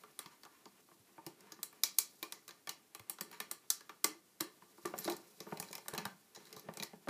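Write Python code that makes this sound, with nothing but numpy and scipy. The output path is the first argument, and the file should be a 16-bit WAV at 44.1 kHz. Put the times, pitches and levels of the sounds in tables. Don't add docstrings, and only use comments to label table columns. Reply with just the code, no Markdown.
import sys
import numpy as np
from scipy import signal
from scipy.fft import rfft, irfft, next_fast_len
from scipy.io import wavfile
from scipy.ndimage import uniform_filter1d, map_coordinates

SR = 44100
rng = np.random.default_rng(int(sys.argv[2]) if len(sys.argv) > 2 else 0)


def waveform_to_disk(signal):
    frames = np.transpose(np.atleast_2d(signal))
    scaled = np.clip(frames, -1, 1) * 32767
    samples = np.round(scaled).astype(np.int16)
    wavfile.write(sys.argv[1], SR, samples)


N = 312669
CONTACT_N = 16384
LIFTED_S, MOVED_S = 4.7, 5.3

# f/Hz, width/Hz, level/dB
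PEG_MODES = [(3400, 220, 0), (3970, 210, 6), (4590, 340, 6), (5220, 670, 4.5), (6020, 370, 4.5),
             (6620, 410, 4.5)]
HOOK_MODES = [(7940, 1660, 3.9), (9600, 2130, 5), (11100, 1470, 0.72), (11500, 240, 6.4),
              (14300, 5600, 0.5)]
RATTLE_MODES = [(1450, 210, -3), (1775, 64, 3.5), (2056, 56, -7), (2400, 154, 2.5), (2390, 1420, -3.5)]
CLACK_MODES = [(639, 140, -0.5), (810, 62, 3.5), (915, 27.6, 4.5), (1050, 127, 0.5), (1180, 36.5, 5)]
DESK_MODES = [(301, 24, -4), (427, 20, -4), (544, 40, -5)]
THUMP_MODES = [(160, 65.5, -10.5), (203.6, 53.5, -6.5)]
DESK_MODE_BEFORE_LIFT, DESK_MODE_AFTER_LIFT = (334, 24, 0), (349, 15, 1)


def taps():
    # t/s, click level/dB, hook tick re click/dB, push level/dB, peg f/Hz, peg bar f/Hz
    strikes = [(0.0357, -60.5, -4, -52, 3700, 1380), (0.19, -35, -2.5, -48.0, 3400, 1740),
               (0.259, -40.5, -20.0, -55, 3400, 2080), (0.433, -44.0, -15.5, -57.5, 4560, 1650),
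               (0.451, -52, -8, -55, 6670, 1420), (0.6552, -47, -20, -58.5, 4600, 2085),
               (1.264, -36.5, -5.5, -58.5, 4940, 2870), (1.406, -50.5, -8, -76, 7260, 2700),
               (1.52, -36.5, -15, -59, 6470, 1660), (1.63, -34, 3.5, -52.5, 3970, 2090),
               (1.727, -67.5, 8, -59, 4590, 1660), (1.835, -13, -9.5, -43, 5850, 2310),
               (1.9852, -15, -3.5, -46.5, 6500, 2340), (2.2275, -30, -8.5, -43, 3780, 2400),
               (2.3223, -30.5, -10, -50.5, 5900, 1975), (2.4791, -46.5, -1, -55.5, 3970, 2450),
               (2.49, -43, -12, -54.5, 3920, 1600), (2.5077, -42, -21, -58.5, 4100, 1780),
               (2.672, -35, -13, -50, 3300, 2270), (2.692, -27, -9, -47, 4330, 2890),
               (2.9484, -42, -2, -50, 4000, 2560), (2.995, -48, -5, -52.5, 3430, 2060),
               (3.0967, -35.5, 4, -49.5, 4590, 2114), (3.185, -50, -22, -51, 3900, 1390),
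               (3.209, -31, -2, -46, 4660, 1784), (3.3136, -50, -1.5, -59, 3970, 1930),
               (3.4016, -30, -7, -42.0, 3830, 2444), (3.512, -33.5, -0.5, -47.5, 3950, 1710),
               (3.702, -18.5, -4, -50, 6100, 1380), (3.8072, -46, -13, -57, 5100, 1650),
               (3.8935, -43.5, -16.0, -47, 3760, 1380), (4.0427, -19.5, -3, -34, 6040, 2030),
               (4.4066, -26, -5, -42.5, 3940, 1754), (4.855, -34, -7, -50, 7960, 1920),
               (4.979, -40, -7, -58, 7200, 1820), (4.9868, -41, 3, -57, 6000, 1710),
               (5.044, -33.5, -14, -55, 7500, 1750), (5.0506, -32, -17, -58, 4000, 2160),
               (5.078, -32, -25.0, -60, 3760, 1450), (5.0981, -30.5, -5, -45.5, 3910, 2470),
               (5.12, -36, -24.0, -61, 3800, 2050), (5.166, -44.5, -3, -80, 5830, 1510),
               (5.403, -35, -13, -58.5, 5960, 2580), (5.572, -43, -9, -49.5, 4040, 2520),
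               (5.5988, -33, -3.5, -60, 7040, 2500), (5.6249, -41, -5, -48, 7400, 2550),
               (5.686, -44.5, -24.0, -65, 4000, 1590), (5.711, -45.5, -10, -76, 7800, 2220),
               (5.7289, -37.5, -7, -50, 5100, 2400), (5.752, -33.5, -7.5, -51.5, 5170, 2420),
               (5.7802, -42, -10, -49.5, 5260, 2130), (5.882, -39, 1.5, -44.5, 3830, 1530),
               (5.9365, -37, -9, -53, 3850, 1540), (5.9481, -42, -7, -43, 7540, 1660),
               (5.978, -31.5, -7.5, -39.5, 4070, 2600), (5.9832, -33, -15, -45, 4070, 1680),
               (6.0531, -31, -11.5, -42, 3850, 1550), (6.3603, -38.5, -33.0, -56, 5530, 2120),
               (6.453, -50.5, -9, -74, 3870, 1600), (6.469, -51, -15, -66, 3900, 1980),
               (6.527, -38.0, -14, -58.5, 6370, 2094), (6.564, -41, -11, -78, 3880, 2400),
               (6.595, -42, -14, -72, 6750, 1790), (6.737, -49.5, -1.5, -62, 3950, 2000),
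               (6.771, -37.5, -6.5, -50.5, 8200, 2090), (6.7989, -30, -21, -49, 3940, 2400),
               (6.825, -31, -14, -46.5, 3890, 1930), (6.8325, -30, -8, -53, 4270, 2270),
               (7.0848, -37.5, -14, -43, 3970, 2060)]
    clear_hz = 4100
    out = np.zeros(N + CONTACT_N)
    for start_s, click_db, tick_db, push_db, peg_hz, bar_hz in strikes:
        click = blow(struck_at(PEG_MODES, peg_hz, fall_db_oct=5), rise_s=.0009, t60_s=.0065,
                     chatter=1.6, scatter_db=2.5, span_s=0, size=CONTACT_N // 16)
        tick = blow(HOOK_MODES, rise_s=.0009, t60_s=.0055, chatter=1.9, scatter_db=3,
                    size=CONTACT_N // 16)
        hit = amp(click_db - 2.5) * click + amp(click_db + tick_db) * tick
        ring_db = click_db - 2.5 - 10 * max(0, np.log2(peg_hz / clear_hz))
        rattle_db = push_db - 3 + .23 * (click_db - push_db)
        hit += ring(peg_hz, ring_db, t60_s=.019, send_db=-9)
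        hit += ring(bar_hz, rattle_db + 3, t60_s=.034, send_db=.5)
        hit += frame_and_desk(start_s, rattle_db, clack_db=push_db - 3.5, knock_db=push_db - 9.5,
                              thump_db=push_db - 17.5, rattle_hz=bar_hz,
                              clack_hz=900 if start_s > MOVED_S else 1170, desk_hz=430)
        out[round(start_s * SR):][:CONTACT_N] += room(*hit, wet_db=-7, onset_s=.00039)
    return out[:N]


def knocks():
    # t/s, clack level/dB, knock level/dB, thump level/dB, clack f/Hz
    landings = [(0.258, -54, -60, -58, 1180), (0.459, -52, -79, -88, 1100),
                (0.6581, -56.5, -59.5, -59, 1070), (0.886, -62, -69, -80, 1180),
                (0.914, -58.5, -68, -71, 1180), (1.179, -50.5, -56, -63, 915), (1.265, -51, -46, -51, 900),
                (1.5196, -59, -58, -67, 1170), (1.589, -56, -64, -61, 1180),
                (2.2258, -72, -47.5, -93, 1120), (2.6725, -47, -79, -72, 730),
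                (3.2107, -74, -49, -54, 1060), (3.4026, -66, -57, -72, 1130),
                (4.0433, -47, -35.5, -51, 1000), (4.4071, -46, -40.5, -50, 1180),
                (4.621, -54.5, -75, -69, 1140), (4.7792, -57, -58.5, -73, 1150),
                (4.852, -38, -36.5, -48.5, 1200), (4.938, -37.5, -50, -46, 706),
                (5.0532, -56, -43.5, -48, 896), (5.0769, -33.5, -34, -64, 619),
                (5.0983, -40.5, -70, -49, 634), (5.1208, -45.5, -42.5, -49.5, 870),
                (5.083, -37, -47, -72, 915), (5.135, -51, -64, -62, 915), (5.4034, -52, -48.5, -56, 1140),
                (5.4667, -52, -50, -52, 1170), (5.5222, -39.5, -41, -41.5, 750),
                (5.5995, -45, -51, -45.5, 810), (5.707, -72, -54, -49.5, 720),
                (5.8582, -53.5, -74, -76, 1170), (5.9324, -44.5, -42, -46, 815),
                (5.979, -61, -50, -42, 900), (6.052, -42.5, -73, -44.5, 900),
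                (6.371, -57.5, -55.5, -62, 870), (6.566, -51.5, -57, -55.5, 1180),
                (6.6865, -41, -48, -46, 716), (6.771, -72, -58, -63, 764), (6.8009, -74, -56, -47, 1150),
                (6.8248, -79, -56, -50.5, 900), (6.932, -52.5, -54, -53, 810),
                (7.073, -41.5, -45, -48, 590), (7.0854, -40, -45, -35.5, 961)]
    soft_hz = 2200
    out = np.zeros(N + CONTACT_N)
    for start_s, clack_db, knock_db, thump_db, clack_hz in landings:
        hit = frame_and_desk(start_s, clack_db - 3, clack_db, knock_db, thump_db, rattle_hz=1600,
                             clack_hz=clack_hz, desk_hz=430 if start_s > MOVED_S else 350)
        hit = filtered(hit, lambda hz: (1 + 1j * hz / soft_hz) ** -2)
        out[round(start_s * SR):][:CONTACT_N] += room(*hit, wet_db=-10, onset_s=.0025)
    return out[:N]


def frame_and_desk(start_s, rattle_db, clack_db, knock_db, thump_db, rattle_hz, clack_hz, desk_hz):
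    rattle = blow(struck_at(RATTLE_MODES, rattle_hz, fall_db_oct=7), rise_s=.0008, t60_s=.022,
                  chatter=.8, scatter_db=3, size=CONTACT_N // 6)
    clack = blow(struck_at(CLACK_MODES, clack_hz, fall_db_oct=13.5), rise_s=.0006, t60_s=.03,
                 chatter=.8, scatter_db=1.5, size=CONTACT_N // 5)
    main_mode = DESK_MODE_AFTER_LIFT if start_s > LIFTED_S else DESK_MODE_BEFORE_LIFT
    desk_modes = struck_at(sorted(DESK_MODES + [main_mode]), desk_hz, fall_db_oct=18)
    knock = blow(desk_modes, rise_s=.0009, t60_s=.015, chatter=.4, scatter_db=1.5)
    thump = blow(THUMP_MODES, rise_s=.00095, t60_s=.023, chatter=.99, scatter_db=8, size=CONTACT_N // 6)
    return amp(rattle_db) * rattle + amp(clack_db) * clack + amp(knock_db) * knock + amp(thump_db) * thump


def blow(modes, rise_s, t60_s, chatter, scatter_db, span_s=.0031, size=CONTACT_N // 3):
    t = np.arange(size) / SR
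    attack = 1 - np.exp(-(t / rise_s) ** 2)
    decay = amp(-60 * t / t60_s) + .4 * amp(-60 * t / (3.5 * t60_s))
    noise = attack * decay * rng.standard_normal(size)
    push = 1. * (np.arange(size) == int(rise_s * SR))
    direct = filtered(push + chatter * noise / np.linalg.norm(noise), resonant(modes, scatter_db))
    direct /= np.sqrt(uniform_filter1d(direct ** 2, 1 + int(span_s * SR)).max())
    send = filtered(push, resonant(modes))
    send *= np.linalg.norm(direct) / np.linalg.norm(send)
    return np.pad([direct, send], [(0, 0), (0, CONTACT_N // 3 - size)])


def ring(hz, level_db, t60_s, send_db):
    t = np.arange(CONTACT_N // 3) / SR
    attack = 1 - np.exp(-t / .0012)
    tone = attack * amp(level_db - 60 * t / t60_s) * np.sin(2 * np.pi * hz * t)
    return tone * amp([[0], [send_db]])


def skids():
    # t/s, length/s, peg level/dB, frame level/dB
    slides = [(0.195, 0.042, -82, -65.5), (0.307, 0.034, -75, -68.5), (0.515, 0.066, -84, -72.5),
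              (1.451, 0.074, -86, -70.5), (3.324, 0.027, -66, -56.5), (4.403, 0.0051, -57, -46.5),
              (4.872, 0.0067, -59, -59), (4.989, 0.16, -58.5, -63.5), (5.469, 0.063, -78, -64.5),
              (5.619, 0.11, -68, -72), (5.894, 0.2, -87, -63), (6.348, 0.0096, -55.5, -63),
              (6.386, 0.13, -71, -75), (6.57, 0.029, -64.5, -74)]
    peg_modes = struck_at(PEG_MODES + HOOK_MODES, 3800, fall_db_oct=4)
    frame_modes = struck_at(CLACK_MODES[2:] + RATTLE_MODES, 990, fall_db_oct=3)
    out = np.zeros(N + CONTACT_N)
    for start_s, length_s, peg_db, frame_db in slides:
        count = int(length_s * SR)
        friction = rng.standard_normal(count) * amp(32 * uniform_filter1d(rng.standard_normal(count), 64))
        jerks = unit(friction) + unit(slips(count, rate_hz=700, spread_db=6))
        jerks = np.pad(jerks * signal.windows.tukey(count, .3), (0, CONTACT_N // 8))
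        peg = filtered(jerks, resonant(peg_modes))
        frame = filtered(jerks, resonant(frame_modes))
        scrape = amp(peg_db) * peg / peg[:count].std() + amp(frame_db) * frame / frame[:count].std()
        out[round(start_s * SR):][:CONTACT_N] += room(scrape, scrape, wet_db=-2, onset_s=.0041)
    return out[:N]


def slips(count, rate_hz, spread_db):
    chance, rarity = rng.random((2, count))
    strength = amp(-spread_db * np.log(rarity + .00036))
    return (chance < rate_hz / SR) * strength * rng.standard_normal(count)


def squeaks():
    # t/s, length/s, level before the fade/dB, f/Hz
    drags = [(4.983, 0.035, -41, 12700), (5.041, 0.014, -43, 10700), (5.049, 0.013, -46, 12400),
             (5.11, 0.028, -53, 12600), (5.461, 0.11, -64, 12400), (6.594, 0.008, -53, 12700)]
    width_hz, fade_db = 800, 15
    out = np.zeros(N + CONTACT_N)
    for start_s, length_s, level_db, pitch_hz in drags:
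        count = int(length_s * SR)
        mode = resonant([(pitch_hz, width_hz, 0)])
        whistle = unit(filtered(rng.standard_normal(CONTACT_N), lambda hz: mode(hz) ** 2))[:count]
        envelope = amp(level_db - fade_db * np.arange(count) / count) * signal.windows.tukey(count, .3)
        out[round(start_s * SR):][:count] += envelope * whistle
    return out[:N]


def leans():
    # t/s, level/dB
    pushes = [(0.997, -54), (2.999, -44.5), (4.836, -54)]
    swing_hz, rise_s, t60_s = 108, .008, .079
    t = np.arange(CONTACT_N // 2) / SR
    swing = (1 - np.exp(-t / rise_s)) * amp(-60 * t / t60_s) * np.sin(2 * np.pi * swing_hz * t)
    out = np.zeros(N + CONTACT_N)
    for start_s, level_db in pushes:
        out[round(start_s * SR):][:len(t)] += amp(level_db) * swing
    return out[:N]


def shuffle():
    # t/s, creak level/dB, rub level/dB
    handling = [(0.0, -72.5, -73), (0.33, -78.5, -76), (0.97, -74.5, -75.5), (1.52, -71.5, -86),
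                (1.99, -75, -65), (2.98, -75.5, -86), (3.28, -70, -76), (4.21, -80.5, -79),
                (4.86, -70.5, -69.5), (5.01, -66, -63), (5.23, -72, -66), (5.9, -68.5, -68),
                (6.12, -80.5, -73), (6.36, -71.5, -76), (6.69, -67.5, -76), (7.09, -74.5, -72)]
    times_s, creak_db, rub_db = np.transpose(handling)
    rumble_db = -73.5 + 2.54 * (creak_db - creak_db.mean())
    gain = lambda db: amp(np.interp(np.arange(N) / SR, times_s, db))
    lumps = amp(3 * wobble(rate_hz=30)) * rng.standard_normal((2, N))
    desk_modes = struck_at(sorted(DESK_MODES + [DESK_MODE_AFTER_LIFT]), 420, fall_db_oct=23.5)
    rumble = unit(filtered(lumps[0], resonant(THUMP_MODES + desk_modes)))
    creak = unit(filtered(lumps[1], resonant(CLACK_MODES + RATTLE_MODES)))
    grains = amp(2.6 * wobble(rate_hz=73)) * rng.standard_normal(N)
    rub = unit(filtered(grains, resonant(PEG_MODES + HOOK_MODES)))
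    return gain(rumble_db) * rumble + gain(creak_db) * creak + gain(rub_db) * rub


def room(direct, send, wet_db, onset_s):
    # f/Hz, t60/s
    decay = [(150, 0.41), (500, 0.31), (2000, 0.29), (6000, 0.23), (14000, 0.13)]
    hz, t, spectra = signal.stft(rng.standard_normal(CONTACT_N), SR, nperseg=256)
    tail = signal.istft(spectra * amp(-60 * t / along(decay, hz)[:, None]), SR, nperseg=256)[1]
    tail *= 1 - np.exp(-(np.arange(len(tail)) / SR / onset_s) ** 2)
    out = signal.fftconvolve(send, amp(wet_db) * tail / np.linalg.norm(tail))[:CONTACT_N]
    out[:len(direct)] += direct
    return out


def hiss():
    # f/Hz, relative level/dB
    density = [(25, -5), (59, -2), (144, 5.5), (297, 9.5), (523, 1), (895, -8), (1660, -7), (12500, -5),
               (15500, -11)]
    return amp(-70.5) * unit(filtered(rng.standard_normal(N), lambda hz: amp(along(density, hz))))


def struck_at(modes, centre_hz, fall_db_oct):
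    return [(hz, width_hz, db - fall_db_oct * abs(np.log2(hz / centre_hz))) for hz, width_hz, db in modes]


def resonant(modes, scatter_db=0):
    mode_hz, width_hz, db = np.transpose(modes)[..., None]
    sign = (-1.) ** np.arange(len(modes))[:, None]
    gain = sign * amp(db + scatter_db * rng.standard_normal(db.shape))
    return lambda hz: np.sum(gain * 1j * hz * width_hz / (mode_hz**2 - hz**2 + 1j * hz * width_hz), 0)


def filtered(x, response):
    size = next_fast_len(x.shape[-1] + 1024)
    return irfft(rfft(x, size) * response(np.fft.rfftfreq(size, 1 / SR)), size)[..., :x.shape[-1]]


def wobble(rate_hz):
    knots = rng.standard_normal(int(N * rate_hz / SR) + 4)
    return map_coordinates(knots, [np.arange(N) * rate_hz / SR])


def along(points, hz):
    knots_hz, values = np.transpose(points)
    return np.interp(np.log(hz + 1), np.log(knots_hz + 1), values)


def amp(db):
    return 10 ** (np.asarray(db) / 20)


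def unit(x):
    return x / np.sqrt(np.mean(x ** 2) + 1e-20)


def scene():
    return (taps() + knocks() + skids() + leans() + shuffle() + squeaks() + hiss())[None]


def record(dry):
    bass_hz, top_hz = 70, 15300
    highpass = lambda hz: (1j * hz / (1j * hz + bass_hz)) ** 2
    lowpass = lambda hz: 1 / np.sqrt(1 + np.minimum(hz / top_hz, 1.5) ** 400)
    return filtered(dry, lambda hz: highpass(hz) * lowpass(hz))


dry = scene()
out = record(dry)
waveform_to_disk(out)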